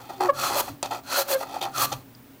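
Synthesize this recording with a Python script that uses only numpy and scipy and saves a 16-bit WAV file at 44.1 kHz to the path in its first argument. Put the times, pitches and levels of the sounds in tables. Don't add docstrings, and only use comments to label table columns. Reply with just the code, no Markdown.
import sys
import numpy as np
from scipy import signal
from scipy.fft import rfft, irfft, next_fast_len
from scipy.io import wavfile
from scipy.ndimage import map_coordinates

SR = 44100
rng = np.random.default_rng(int(sys.argv[2]) if len(sys.argv) > 2 else 0)


def waveform_to_disk(signal):
    frames = np.transpose(np.atleast_2d(signal))
    scaled = np.clip(frames, -1, 1) * 32767
    samples = np.round(scaled).astype(np.int16)
    wavfile.write(sys.argv[1], SR, samples)


N = 105840

# time in seconds, level in dB.
CUT_FORCES = [
    [(.335, -52.5), (.395, -32.5), (.44, -27.5), (.47, -28.5), (.51, -34.5), (.555, -31.5), (.608, -23.5),
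     (.617, -40), (.69, -45), (.76, -63)],
    [(1.035, -61), (1.09, -42), (1.125, -31.5), (1.185, -27), (1.222, -33), (1.24, -49.5), (1.28, -51.5)],
    [(1.274, -48), (1.284, -36), (1.315, -27.5), (1.346, -31), (1.356, -47.5), (1.43, -44), (1.46, -60)],
    [(1.715, -58.5), (1.765, -33), (1.825, -24.5), (1.858, -28), (1.866, -43), (1.935, -45.5), (2.03, -64)],
]
# time the edge bites deep in seconds, hiss in dB, hollow ring in dB,
# shaving in dB, shaving pitch at mid-stroke in Hz, singing steel in dB, tearing in dB.
CUT_MIXES = [(.555, -2.5, -4, -6, 1128, -8.5, -4.5), (1.174, 1.5, -2, -6, 1341, -2.5, 0),
             (1.27, -0.5, -2, -10.5, 1283, -12, -4), (1.775, -2, -10, -2, 1182, -10, -4.5)]
# start in seconds, length in seconds, level in dB,
# scratch compared with the wheel's ring in dB, fade over the slide in dB (below zero it grows).
SLIDES = [(0, 0.013, -25, -15, 24.5), (0.007, 0.19, -49.5, -6, 0), (0.089, 0.055, -35, -18, 12.5),
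          (0.201, 0.078, -24.5, -12.5, 7), (0.493, 0.13, -25.5, -31, 10.5), (0.677, 0.017, -28, -10, 8),
          (0.825, 0.036, -37, -5, -3.5), (0.847, 0.0095, -31.5, -20, 9), (0.868, 0.047, -41, -7.5, 8),
          (0.906, 0.032, -32, -8, -1.5), (0.94, 0.059, -30, -10.5, 13), (1.402, 0.038, -27.5, -15, 5),
          (1.441, 0.0925, -47.5, -8.5, -11), (1.539, 0.058, -31.5, -10, 9.5),
          (1.608, 0.034, -31.5, -2, -0.5), (1.647, 0.066, -26, -13, 20.5), (1.915, 0.025, -27.5, -5, 6.5)]
# peak time, rise and fall in seconds, pitch in Hz,
# then the levels of the first three harmonics in dB.
SQUEAK_NOTES = [(.266, 0.037, 0.011, 365, -27.5, -40, -36.5),
                (.298, 0.0069, 0.0078, 568, -16.5, -13.5, -30.5),
                (.569, 0.0061, 0.003, 602, -23.5, -30, -55), (.923, 0.0032, 0.0018, 860, -26, -44, -60),
                (1.2, 0.01, 0.019, 552.5, -26, -51, -63), (1.326, 0.027, 0.0094, 550, -28.5, -42.5, -69),
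                (1.356, 0.014, 0.013, 534.4, -20.5, -39, -35.5),
                (1.567, 0.0023, 0.0032, 784, -23, -63, -65)]
# time in seconds, level in dB.
BLADE_TAPS = [(.2572, -40), (.8285, -16.5), (.859, -28.5), (.935, -43), (1.7815, -21.5), (1.927, -20.5)]
TOOL_TICKS = [(2.15, -34)]
# peak time in seconds, width in seconds, level in dB.
BENCH_SHUDDERS = [(.48, 0.14, -45.5), (0.719, 0.03, -41), (1.809, 0.076, -44), (1.95, 0.055, -44)]

# pitch in Hz, relative level in dB.
STEEL_MODES = [(2550, 3.5), (3400, 3), (4260, 4.5), (4850, 2), (5700, 2.5), (6480, 2), (7180, 0), (7900, 0),
               (9050, -0.5), (10900, -1), (11650, -5), (13400, -1), (14900, -2)]
# pitch in Hz, width in Hz (narrow rings longer), relative level in dB.
SINGING_MODES = [(4205, 200, -0.5), (6430, 480, -9.5)]
HOLLOW_MODES = [(375, 53, -4.5), (560, 49, 3.5), (742, 116, -0.5)]
SLIDE_MODES = [(360, 77, -9.5), (575, 58, -6), (703, 50, -2.5), (788, 28.6, 6), (883, 94, -1),
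               (1315, 123, -7), (1933, 55, -13)]
RASP_MODES = [(3163, 170, -5), (3624, 160, -3)]
BENCH_MODES = [(70.6, 75, -14.5), (130.4, 11.7, -0.5), (284, 11.2, -0.5)]
HUM_MODES = [(119.5, 4.2, -9.5), (234.4, 3.2, -11.5), (273.9, 5.9, -8)]
WHINE_MODES = [(15140, 240, -41.5)]

# frequency in Hz, relative level in dB.
TEARING_SHAPE = [(100, -27), (300, -26), (800, 10.5), (1500, 6.5), (2100, 0.5), (5000, -4), (16000, -20)]
HISS_SHAPE = [(3000, -31), (8500, -2.5), (11000, 3), (12400, -0.5), (13400, 11.5), (16000, -2)]
SCRATCH_SHAPE = [(2000, 10), (3400, -6), (4300, 1), (8000, -5), (14000, -3.5)]
TAP_SHAPE = [(150, -6), (800, 5), (1900, -6.5), (7000, 5), (10000, -8), (16000, -34)]
AIR_SHAPE = [(30, -11.5), (110, 0), (700, -8.5), (2000, -15.5), (7000, -24.5), (15000, -23)]
# frequency in Hz, seconds it takes to fade by 60 dB.
ROOM_FADE = [(200, 0.41), (12000, 0.031)]

FIBRES_PER_S, FIBRE_SPREAD_DB, FIBRE_FLUTTER_DB = 9000, 2.5, 1.5
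BITE_S, HISS_RISE_S = 0.0051, 0.017
BITE_HISS_DB, BITE_HOLLOW_DB, BITE_SHAVING_DB = 12.5, 3.5, -3.5
HISS_GROWTH = 0.12
SHAVING_WIDTH_HZ, SHAVING_SAG_PER_S = 330, .9
STEEL_WIDTH_HZ, STEEL_WIDTH_SHARE = 130, .016
SLIPS_PER_S, SCRATCHES_PER_S, SLIP_SPREAD_DB, SLIP_FLUTTER_DB = 3000, 1800, 1.5, 2
SLIDE_RISE_S, SLIDE_FADE_S = 0.0071, 0.0063
DAMPING_DB = -24.5
SQUEAK_SAG_PER_S, JITTER_SHARE, JITTERS_PER_S = .45, .018, 350
OVERTONE_FALL_DB = 8.5
TOP_HZ = 15900


def cuts(blade_db=-2):
    out = np.zeros(N)
    for force, mix in zip(CUT_FORCES, CUT_MIXES):
        bite_s, hiss_db, hollow_db, shaving_db, shaving_hz, singing_db, tearing_db = mix
        times, force_db = np.transpose(force)
        level = amp(np.interp(clock(), times, force_db, left=-120, right=-120))
        shallow = .5 - .5 * np.tanh((clock() - bite_s) / BITE_S)
        dull = .5 - .5 * np.tanh((clock() - bite_s) / HISS_RISE_S)
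        push = (level / amp(force_db.max())) ** HISS_GROWTH
        on_steel, on_edge, on_wood, fibres = [
            snaps(FIBRES_PER_S, FIBRE_SPREAD_DB, FIBRE_FLUTTER_DB) for _ in range(4)]
        steel = amp(blade_db) * blade(on_steel)
        singing = amp(singing_db) * unit(ring(on_edge, SINGING_MODES))
        tearing = amp(tearing_db) * unit(colour(fibres, TEARING_SHAPE))
        hiss = amp(hiss_db - BITE_HISS_DB * dull) * push * unit(colour(on_edge, HISS_SHAPE))
        hollow = amp(hollow_db - BITE_HOLLOW_DB * shallow) * unit(ring(on_wood, HOLLOW_MODES))
        curl = amp(shaving_db - BITE_SHAVING_DB * shallow) * shaving(shaving_hz, times.mean())
        out += level * (steel + singing + tearing + hiss + hollow + curl)
    return out


def blade(shaking):
    modes = [(hz, STEEL_WIDTH_HZ + STEEL_WIDTH_SHARE * hz, db) for hz, db in STEEL_MODES]
    return unit(ring(shaking, modes))


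def shaving(hz, middle_s):
    pitch = hz * np.exp(-SHAVING_SAG_PER_S * (clock() - middle_s))
    phase = 2 * np.pi * np.cumsum(pitch) / SR
    return unit(wobble(SHAVING_WIDTH_HZ) * np.cos(phase) + wobble(SHAVING_WIDTH_HZ) * np.sin(phase))


def snaps(per_second, spread_db, flutter_db):
    hits = rng.random(N) < per_second / SR
    signs = rng.choice([-1, 1], N)
    sizes = amp(spread_db * rng.standard_normal(N) + flutter_db * wobble(260))
    return unit(hits * signs * sizes)


def slides(rasp_db=1):
    out = np.zeros(N)
    slips = snaps(SLIPS_PER_S, SLIP_SPREAD_DB, SLIP_FLUTTER_DB)
    catches = snaps(SCRATCHES_PER_S, FIBRE_SPREAD_DB, SLIP_FLUTTER_DB)
    scratch = blade(colour(catches, SCRATCH_SHAPE))
    rasp = amp(rasp_db) * unit(ring(rng.standard_normal(N), RASP_MODES))
    for start, length, db, scratch_db, fade_db in SLIDES:
        age = clock() - start
        damping = 1 + amp(db - DAMPING_DB) ** 2
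        wheel = unit(ring(slips, [(hz, width * damping, mode_db) for hz, width, mode_db in SLIDE_MODES]))
        rise = np.clip(age / SLIDE_RISE_S, 0, 1)
        release = np.exp(-np.maximum(age - length, 0) / SLIDE_FADE_S)
        level = rise * release * amp(db - fade_db * np.clip(age / length, 0, 1))
        out += level * (wheel + amp(scratch_db) * scratch + amp(2 * scratch_db) * rasp)
    return out


def squeaks(harmonics=6, friction_db=-23):
    out = np.zeros(N)
    friction = amp(friction_db) * unit(colour(rng.standard_normal(N), TEARING_SHAPE))
    for peak_s, rise_s, fall_s, hz, *levels_db in SQUEAK_NOTES:
        pitch = hz * (1 - SQUEAK_SAG_PER_S * (clock() - peak_s) + JITTER_SHARE * wobble(JITTERS_PER_S))
        phase = 2 * np.pi * np.cumsum(pitch) / SR
        overtones_db = [levels_db[-1] - OVERTONE_FALL_DB * k for k in range(1, harmonics - 2)]
        grip = swell(peak_s, rise_s, fall_s)
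        tone = np.sqrt(2) * sum(amp(db) * grip ** np.sqrt(k) * np.sin(k * phase)
                                for k, db in enumerate(levels_db + overtones_db, 1))
        out += tone + grip * amp(levels_db[0]) * friction
    return out


def taps(knock_db=30):
    blows = np.zeros(N)
    for start, db in BLADE_TAPS:
        blows[round(start * SR)] = amp(db + knock_db)
    clicks = colour(bursts(BLADE_TAPS, fade_s=0.017), TAP_SHAPE)
    return clicks + ring(blows, HOLLOW_MODES) + ring(blows, SLIDE_MODES)


def tick(hz=4820, width_hz=380, ring_db=6.4):
    return ring(bursts(TOOL_TICKS, fade_s=0.016), [(hz, width_hz, ring_db)])


def bench():
    level = sum(amp(db) * swell(peak_s, width, width) for peak_s, width, db in BENCH_SHUDDERS)
    return level * unit(ring(rng.standard_normal(N), BENCH_MODES))


def room(sound):
    hz, t, spectrum = signal.stft(rng.standard_normal(SR // 2), SR, nperseg=256)
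    fade = amp(-60 * t / along(ROOM_FADE, hz)[:, None])
    tail = signal.istft(spectrum * fade, SR, nperseg=256)[1]
    return signal.fftconvolve(sound, tail / np.linalg.norm(tail))[:N]


def workshop(hum_db=-52, air_db=-53):
    whine = ring(rng.standard_normal(N), WHINE_MODES)
    hum = amp(hum_db) * unit(ring(rng.standard_normal(N), HUM_MODES))
    air = amp(air_db) * unit(colour(rng.standard_normal(N), AIR_SHAPE))
    return whine + hum + air


def amp(db):
    return 10 ** (np.asarray(db) / 20)


def unit(x):
    return x / np.sqrt(np.mean(x ** 2) + 1e-20)


def clock():
    return np.arange(N) / SR


def along(points, hz):
    point_hz, values = np.transpose(points)
    return np.interp(np.log(hz + 1), np.log(point_hz + 1), values)


def wobble(per_second):
    return map_coordinates(rng.standard_normal(N // 10), [clock() * per_second + 2], mode="wrap")


def swell(peak_s, rise_s, fall_s):
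    t = clock() - peak_s
    return np.exp(-.5 * (t / np.where(t < 0, rise_s, fall_s)) ** 2)


def bursts(rows, fade_s):
    t = clock()
    level = sum((t >= start) * amp(db - 60 * np.abs(t - start) / fade_s) for start, db in rows)
    return level * rng.standard_normal(N)


def filtered(x, response):
    size = 2 * next_fast_len(N // 2 + SR // 2)
    return irfft(rfft(x, size) * response(np.fft.rfftfreq(size, 1 / SR)), size)[:N]


def ring(x, modes):
    def response(f):
        return sum((-1) ** k * amp(db) * 1j * f * width / (hz * hz - f * f + 1j * f * width)
                   for k, (hz, width, db) in enumerate(modes))
    return filtered(x, response)


def colour(x, shape):
    def response(f):
        cepstrum = irfft(np.log(amp(along(shape, f))))
        half = len(cepstrum) // 2
        cepstrum[1:half] *= 2
        cepstrum[half + 1:] = 0
        return np.exp(rfft(cepstrum))
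    return filtered(x, response)


def scene(room_db=-16, squeak_room_db=-18):
    work = cuts() + slides() + taps() + tick()
    chatter = squeaks()
    echo = room(amp(room_db) * work + amp(squeak_room_db) * chatter)
    return (work + chatter + echo + bench() + workshop())[None]


def record(dry):
    return filtered(dry[0], lambda hz: hz < TOP_HZ)[None]


dry = scene()
out = record(dry)
waveform_to_disk(out)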